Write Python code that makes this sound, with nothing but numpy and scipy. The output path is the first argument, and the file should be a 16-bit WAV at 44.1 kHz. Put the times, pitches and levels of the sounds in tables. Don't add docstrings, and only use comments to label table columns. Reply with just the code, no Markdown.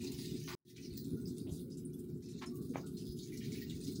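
import sys
import numpy as np
from scipy import signal
from scipy.fft import rfft, irfft
from scipy.io import wavfile

SR = 44100
rng = np.random.default_rng(int(sys.argv[2]) if len(sys.argv) > 2 else 0)


def dump(signal):
    limited = np.clip(np.atleast_2d(signal).T, -1, 1)
    pcm = np.round(limited * 32767).astype(np.int16)
    wavfile.write(sys.argv[1], SR, pcm)


N = 176400
TIME = np.arange(N) / SR
DROPS_PER_S, DROP_SPREAD_DB = 3800, 3


def amp(db):
    return 10 ** (np.asarray(db) / 20)


def unit(x):
    return x / np.sqrt(np.mean(x ** 2) + 1e-20)


def level(points):
    return amp(np.interp(TIME, *np.transpose(points)))


def value_at(points, hz):
    f, value = np.transpose(points)
    return np.interp(np.log(hz + 1), np.log(f), value)


def add(mix, s, sound):
    part = mix[max(round(s * SR), 0):][:len(sound)]
    part += sound[:len(part)]


def response(points, size=8192):
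    log_gain = np.log(amp(value_at(points, abs(np.fft.fftfreq(size, 1 / SR)))))
    spectrum = np.exp(np.conj(signal.hilbert(log_gain)))
    click = np.fft.ifft(spectrum).real[:size // 2]
    return click / np.linalg.norm(click)


def colour(x, points):
    return signal.fftconvolve(x, response(points))[:len(x)]


def wander(hz):
    f = np.fft.rfftfreq(N, 1 / SR)
    return unit(irfft(rfft(rng.standard_normal(N)) * np.exp(-(f / hz) ** 2), N))


def droplets(per_s):
    size = amp(DROP_SPREAD_DB * np.minimum(rng.exponential(1, N), 4))
    return unit(size * rng.choice([-1, 1], N) * (rng.random(N) < per_s / SR))


def burst(rise_s, hold_s, decay_s, sag_db=0, size=8192):
    t = TIME[:size]
    attack = np.minimum(t / rise_s, 1)
    sag = amp(sag_db * (0.5 - np.minimum(t / hold_s, 1)))
    release = np.exp(-np.maximum(t - hold_s, 0) / decay_s)
    return droplets(DROPS_PER_S)[:size] * attack * sag * release


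# frequency in Hz, seconds to fade by 60 dB.
TUB_FADE_TIMES = [(300, 0.32), (1200, 0.18), (4000, 0.14), (9000, 0.13), (16000, 0.3)]
def tub(x, echo_share, shift_hz=1.5, count=3):
    hz, t, noise = signal.stft(rng.standard_normal((count, 16384)), SR, nperseg=256)
    tails = signal.istft(noise * amp(-60 * t / value_at(TUB_FADE_TIMES, hz)[:, None]), SR)[1]
    echo = np.zeros(N)
    for k, tail in enumerate(tails):
        weight = np.sqrt(2 / count) * np.cos(np.pi * (shift_hz * TIME + k / count))
        echo += signal.fftconvolve(x * weight, tail / np.linalg.norm(tail))[:N]
    return np.sqrt(1 - echo_share) * x + np.sqrt(echo_share) * echo


# pitch in Hz, level in dB, how much it wavers from 0 to 1.
MOTOR_TONES = [(120.75, -56.5, 0.34), (357.6, -52.5, 0.28), (271.5, -56.5, .9), (151.7, -54, 0.85)]
def motor():
    out = np.zeros(N)
    for hz, db, waver in MOTOR_TONES:
        drift = wander(hz=12.4) + 1j * wander(hz=11.1)
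        tone = (1 - waver + waver * drift) * np.exp(2j * np.pi * hz * TIME)
        out += amp(db) * unit(tone.real)
    return out


# frequency in Hz, relative level in dB.
CABINET_TONE = [(20, -34.5), (35, -38), (55, -13), (78, -9), (105, -7), (135, -6), (158, 0), (205, -4.5),
                (240, 2), (285, -3.5), (340, -9), (405, -7), (450, -16.5), (510, -33.5), (700, -43),
                (1200, -49.5), (1430, -41), (1700, -54.5), (3000, -72), (16000, -86.5)]
# time in seconds, change of the rumble in dB.
DRUM_LOAD = [(0, -2), (.5, -2), (1, 1), (1.5, 1), (1.8, 0), (2.25, -2), (2.6, 3), (3, 0.5), (3.28, -4.5),
             (3.46, 3), (3.7, 3), (4, 0.5)]
def drum_rumble(level_db=-44.5, churn_db=2):
    rumble = unit(colour(rng.standard_normal(N), CABINET_TONE))
    return rumble * level(DRUM_LOAD) * amp(level_db + churn_db * wander(hz=9.3))


# start in seconds, level in dB, pitch in Hz.
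LANDINGS = [(0.137, -45, 75), (.32, -40, 154), (0.915, -42.5, 73), (1.129, -40, 91), (1.302, -36.5, 248),
            (1.468, -41, 330), (1.514, -37, 79), (1.514, -33, 159.8), (2.49, -35.5, 237), (2.695, -33, 256),
            (3.089, -37.5, 67.4), (3.471, -32.5, 151), (3.736, -41, 83.5), (3.879, -35.5, 267)]
def thuds(rise_s=0.0044, decay_s=0.018):
    out, t = np.zeros(N), TIME[:SR // 4]
    shape = (1 - np.exp(-(t / rise_s) ** 2)) * np.exp(-t / decay_s)
    for s, db, hz in LANDINGS:
        add(out, s, amp(db) * shape / shape.max() * np.sin(2 * np.pi * hz * t))
    return out


def plinks(per_s=300, low_hz=1378, high_hz=4316, spread_db=4.5, decay_s=0.0087):
    out, t = np.zeros(N), TIME[:SR // 40]
    draws = rng.random((8000, 3))
    for when, pitch, size in draws[:int(per_s * N / SR)]:
        hz = low_hz * (high_hz / low_hz) ** pitch
        db = spread_db * min(-np.log(size + 1e-9), 2)
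        add(out, when * N / SR, amp(db) * np.exp(-t / decay_s) * np.sin(2 * np.pi * hz * t))
    return unit(out)


def spurts(x, steady_share, per_s=380, width_hz=416, decay_s=0.015, spread_db=4):
    hz, t, spectrum = signal.stft(x, SR, nperseg=256, noverlap=192)
    hit = rng.random(spectrum.shape) < per_s * t[1] / len(hz)
    power = hit * amp(spread_db * np.minimum(rng.exponential(1, spectrum.shape), 3)) ** 2
    band = np.exp(-((hz - hz[64]) / width_hz) ** 2 / 2)
    power = abs(signal.fftconvolve(power, band[:, None], "same"))
    power = signal.lfilter([1], [1, -np.exp(-t[1] / decay_s)], power)
    gain = np.sqrt(steady_share + (1 - steady_share) * power / power.mean())
    return signal.istft(spectrum * gain, SR, nperseg=256, noverlap=192)[1][:N]


# time in seconds, level in dB.
GURGLE_FLOW = [(0, -64), (0.449, -68), (0.65, -78), (.8, -69.5), (.95, -74.5), (1.1, -86), (2.15, -90.5),
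               (2.3, -73.5), (2.55, -90), (3.15, -90.5), (3.3, -71.5), (3.42, -72.5), (3.62, -64.5),
               (3.73, -71.5), (4, -85)]
SPRAY_FLOW = [(0, -57.5), (0.304, -56.5), (0.469, -62.5), (0.701, -62.5), (.95, -65), (1.2, -69.5),
              (1.45, -71.5), (1.55, -63.5), (1.68, -79.5), (2.18, -76.5), (2.35, -61), (2.55, -72),
              (2.75, -61.5), (2.95, -74), (3.05, -66.5), (3.351, -62.5), (3.5, -58), (4, -59.5)]
FIZZ_FLOW = [(0, -60.5), (.15, -59), (.35, -61.5), (0.498, -63.5), (0.798, -63), (1.05, -64), (1.35, -65.5),
             (1.58, -62.5), (1.7, -70.5), (2.2, -71.5), (2.4, -71), (2.7, -60.5), (2.8, -69.5),
             (3.05, -65.5), (3.301, -63.5), (3.55, -60.5), (3.7, -64.5), (4, -57)]
# frequency in Hz, relative level in dB.
GURGLE_TONE = [(300, -9.5), (800, -18.5), (1250, -42), (1600, -14), (1850, -6), (2350, -2.5), (2950, 0.5),
               (3600, -15.5), (8000, -75.5)]
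SPRAY_TONE = [(1000, -45.5), (2800, -37), (3300, -4.5), (3650, -1), (3950, -1), (4170, 2), (4450, -3.5),
              (4680, 0.5), (5500, -3), (6600, -2.5), (8000, -15), (14000, -48)]
FIZZ_TONE = [(3000, -37), (6000, -9.5), (7200, 3), (9000, 11.5), (11800, 8.5), (13000, 5.5), (14000, -1.5),
             (15200, 17), (16000, 10)]
def running_water(full_flow_spray_share=0.6, slosh_db=2.96):
    out = np.zeros(N)
    drops = droplets(DROPS_PER_S) + amp(-3) * droplets(per_s=70)
    spatter = spurts(drops, steady_share=0.17)
    for tone, curve, grains in [(GURGLE_TONE, GURGLE_FLOW, amp(-5.5) * plinks()),
                                (SPRAY_TONE, SPRAY_FLOW, spatter), (FIZZ_TONE, FIZZ_FLOW, spatter)]:
        flow = level(curve)
        merged = full_flow_spray_share * flow / flow.max()
        water = np.sqrt(merged) * droplets(DROPS_PER_S) + np.sqrt(1 - merged) * grains
        out += flow * colour(water, tone)
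    return out * amp(slosh_db * wander(hz=26))


# start in seconds, level in dB, centre pitch in Hz, width in octaves, length in seconds.
SHORT_SHOWERS = [(0.027, -70.5, 820, 0.36, 0.17), (0.117, -48.5, 8140, 1, 0.0089),
                 (0.227, -55.5, 9000, 0.44, 0.0083), (0.76, -48.5, 3760, 0.8, 0.027),
                 (0.822, -55, 4720, 0.25, 0.042), (0.902, -62, 4360, 0.096, 0.13),
                 (1.003, -58, 7700, 0.71, 0.016), (1.041, -54, 5730, 0.62, 0.0082),
                 (1.163, -69.5, 1346, 0.1, 0.012), (1.254, -61.5, 5200, 0.18, 0.017),
                 (1.273, -56, 6300, 0.47, 0.034), (1.396, -59, 4270, 0.23, 0.011),
                 (1.459, -61.5, 570, 0.5, 0.078), (1.464, -66, 2800, 0.46, 0.022),
                 (1.588, -60.5, 505, 0.099, 0.087), (1.491, -57.5, 3600, 0.33, 0.0073),
                 (1.516, -55.5, 6900, 0.66, 0.062), (1.7, -62.5, 5960, 0.57, 0.051),
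                 (1.769, -58.5, 6400, 0.69, 0.032), (1.849, -52.5, 8900, 0.16, 0.012),
                 (1.935, -60.5, 10300, 0.3, 0.016), (1.989, -58.5, 8300, 0.22, 0.014),
                 (2.222, -61.5, 5470, 0.45, 0.058), (2.285, -56.5, 5830, 0.7, 0.043),
                 (2.455, -65.5, 699, 0.08, 0.06), (2.458, -53, 6840, 0.51, 0.015),
                 (2.503, -71, 1160, 0.06, 0.14), (2.683, -46.5, 492, 0.12, 0.024),
                 (2.829, -69, 1326, 0.093, 0.053), (2.861, -57, 6400, 0.79, 0.025),
                 (2.968, -56, 5100, 0.82, 0.062), (3.167, -63, 5600, 0.66, 0.12),
                 (3.187, -55.5, 4020, 0.2, 0.06), (3.319, -49.5, 2130, .12, 0.02),
                 (3.37, -53.5, 6800, 0.68, 0.021), (3.402, -61, 2560, 0.32, 0.084),
                 (3.441, -56.5, 4230, 0.46, 0.03), (3.516, -52, 2200, 0.15, 0.0093),
                 (3.517, -49, 6240, 0.4, 0.018), (3.548, -52, 2320, 0.2, 0.014),
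                 (3.613, -48.5, 15000, 0.17, 0.0072), (3.837, -50, 6000, 0.74, 0.016),
                 (3.866, -53, 4370, 0.52, 0.017), (3.953, -44.5, 5500, 0.38, 0.019)]
def splashes(skirt_db=21):
    out, hz = np.zeros(N), np.geomspace(200, SR / 2, 200)
    for s, db, centre_hz, octaves, length in SHORT_SHOWERS:
        off_centre = np.log2(hz / centre_hz) / octaves
        band_db = np.maximum(-skirt_db * np.log10(1 + off_centre ** 4 / 2), -70)
        shower = burst(rise_s=0.0033, hold_s=length, decay_s=0.0047, sag_db=6.5)
        add(out, s, amp(db) * colour(shower, np.c_[hz, band_db]))
    return spurts(out, steady_share=0.43)


# pitch in Hz, gain in dB, seconds to fade by 60 dB.
DRUM_NOTES = [(1446, 15.5, 0.21), (2220, -7, 0.25), (3700, 0.5, 0.25), (3800, 5.5, 0.17), (4130, 1, 0.084),
              (4450, 1, 0.26), (4634, 6, 0.15), (5050, 4.5, .2)]
def drum_ring(water):
    ring = np.zeros(N)
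    for hz, db, fade_s in DRUM_NOTES:
        sharpness = hz * fade_s * np.pi / np.log(1000)
        ring += amp(db) * signal.lfilter(*signal.iirpeak(hz, sharpness, fs=SR), water)
    return water + ring


# start in seconds, level in dB, starting pitch in Hz.
SINGLE_BUBBLES = [(.845, -47, 4840), (1.003, -47, 4030), (1.937, -56.5, 3370), (2.466, -39.5, 5170),
                  (2.967, -43, 4190), (3.414, -44.5, 1810), (3.58, -47.5, 2450), (3.616, -44, 1870)]
def bubbles(rise_s=0.0055, decay_s=0.0093, glide_per_s=2.4):
    out, t = np.zeros(N), TIME[:SR // 10]
    shape = np.minimum(t / rise_s, 1) * np.exp(-t / decay_s)
    for s, db, hz in SINGLE_BUBBLES:
        ring = np.sin(2 * np.pi * hz * (t + glide_per_s * t ** 2 / 2))
        add(out, s, amp(db) * shape * ring)
    return out


# start in seconds, level in dB, rise and hold in seconds, treble limit in Hz.
CLOTH_SLAPS = [(0.476, -49, 0.0013, 0.062, 3770), (2.411, -45, 0.0084, 0.035, 5670),
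               (2.733, -47.5, 0.015, 0.054, 2000)]
# frequency in Hz, relative level in dB.
SLAP_TONE = [(200, -75), (600, -4), (850, 0.5), (1050, 5.5), (1400, -1), (2300, -0.5), (3200, -2),
             (5000, -7.5), (8000, -14), (16000, -13)]
def slaps():
    out = np.zeros(N)
    for s, db, rise_s, hold_s, top_hz in CLOTH_SLAPS:
        squelch = burst(rise_s, hold_s, decay_s=0.0035)
        add(out, s, amp(db) * signal.lfilter(*signal.butter(2, top_hz, fs=SR), squelch))
    return colour(out, SLAP_TONE)


# start in seconds, level in dB.
KNOCK_HITS = [(2.7575, -8.5), (2.766, -44), (2.776, -27), (2.797, -36)]
# frequency in Hz, relative level in dB.
KNOCK_TONE = [(60, -19.5), (300, 10.5), (480, 10.5), (850, 9.5), (1150, -1), (1700, -9.5), (2400, -0.5),
              (2800, -42), (16000, -64)]
def knock():
    out = np.zeros(N)
    for s, db in KNOCK_HITS:
        add(out, s, amp(db) * response(KNOCK_TONE))
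    return out


def scene():
    body = motor() + drum_rumble() + thuds()
    water = tub(drum_ring(running_water() + splashes()) + bubbles(), echo_share=0.54)
    blows = tub(slaps(), echo_share=0.26) + tub(knock(), echo_share=0.2)
    return (body + water + blows)[None]


# time in seconds, gain in dB. The last gain holds to the end.
FADE_BACK = [(.65, -20.5), (.671, -11), (.681, -11), (.78, -10), (.85, -3)]
def record(dry, cut_s=0.551, resume_s=0.65, gap_db=-50.5, top_hz=15800):
    gain = np.where(TIME < cut_s, 1, np.where(TIME < resume_s, amp(gap_db), level(FADE_BACK)))
    lowpass = signal.firwin(801, top_hz, window=("kaiser", 8), fs=SR)
    return signal.oaconvolve(dry * gain, lowpass[None], "same")


dry = scene()
out = record(dry)
dump(out)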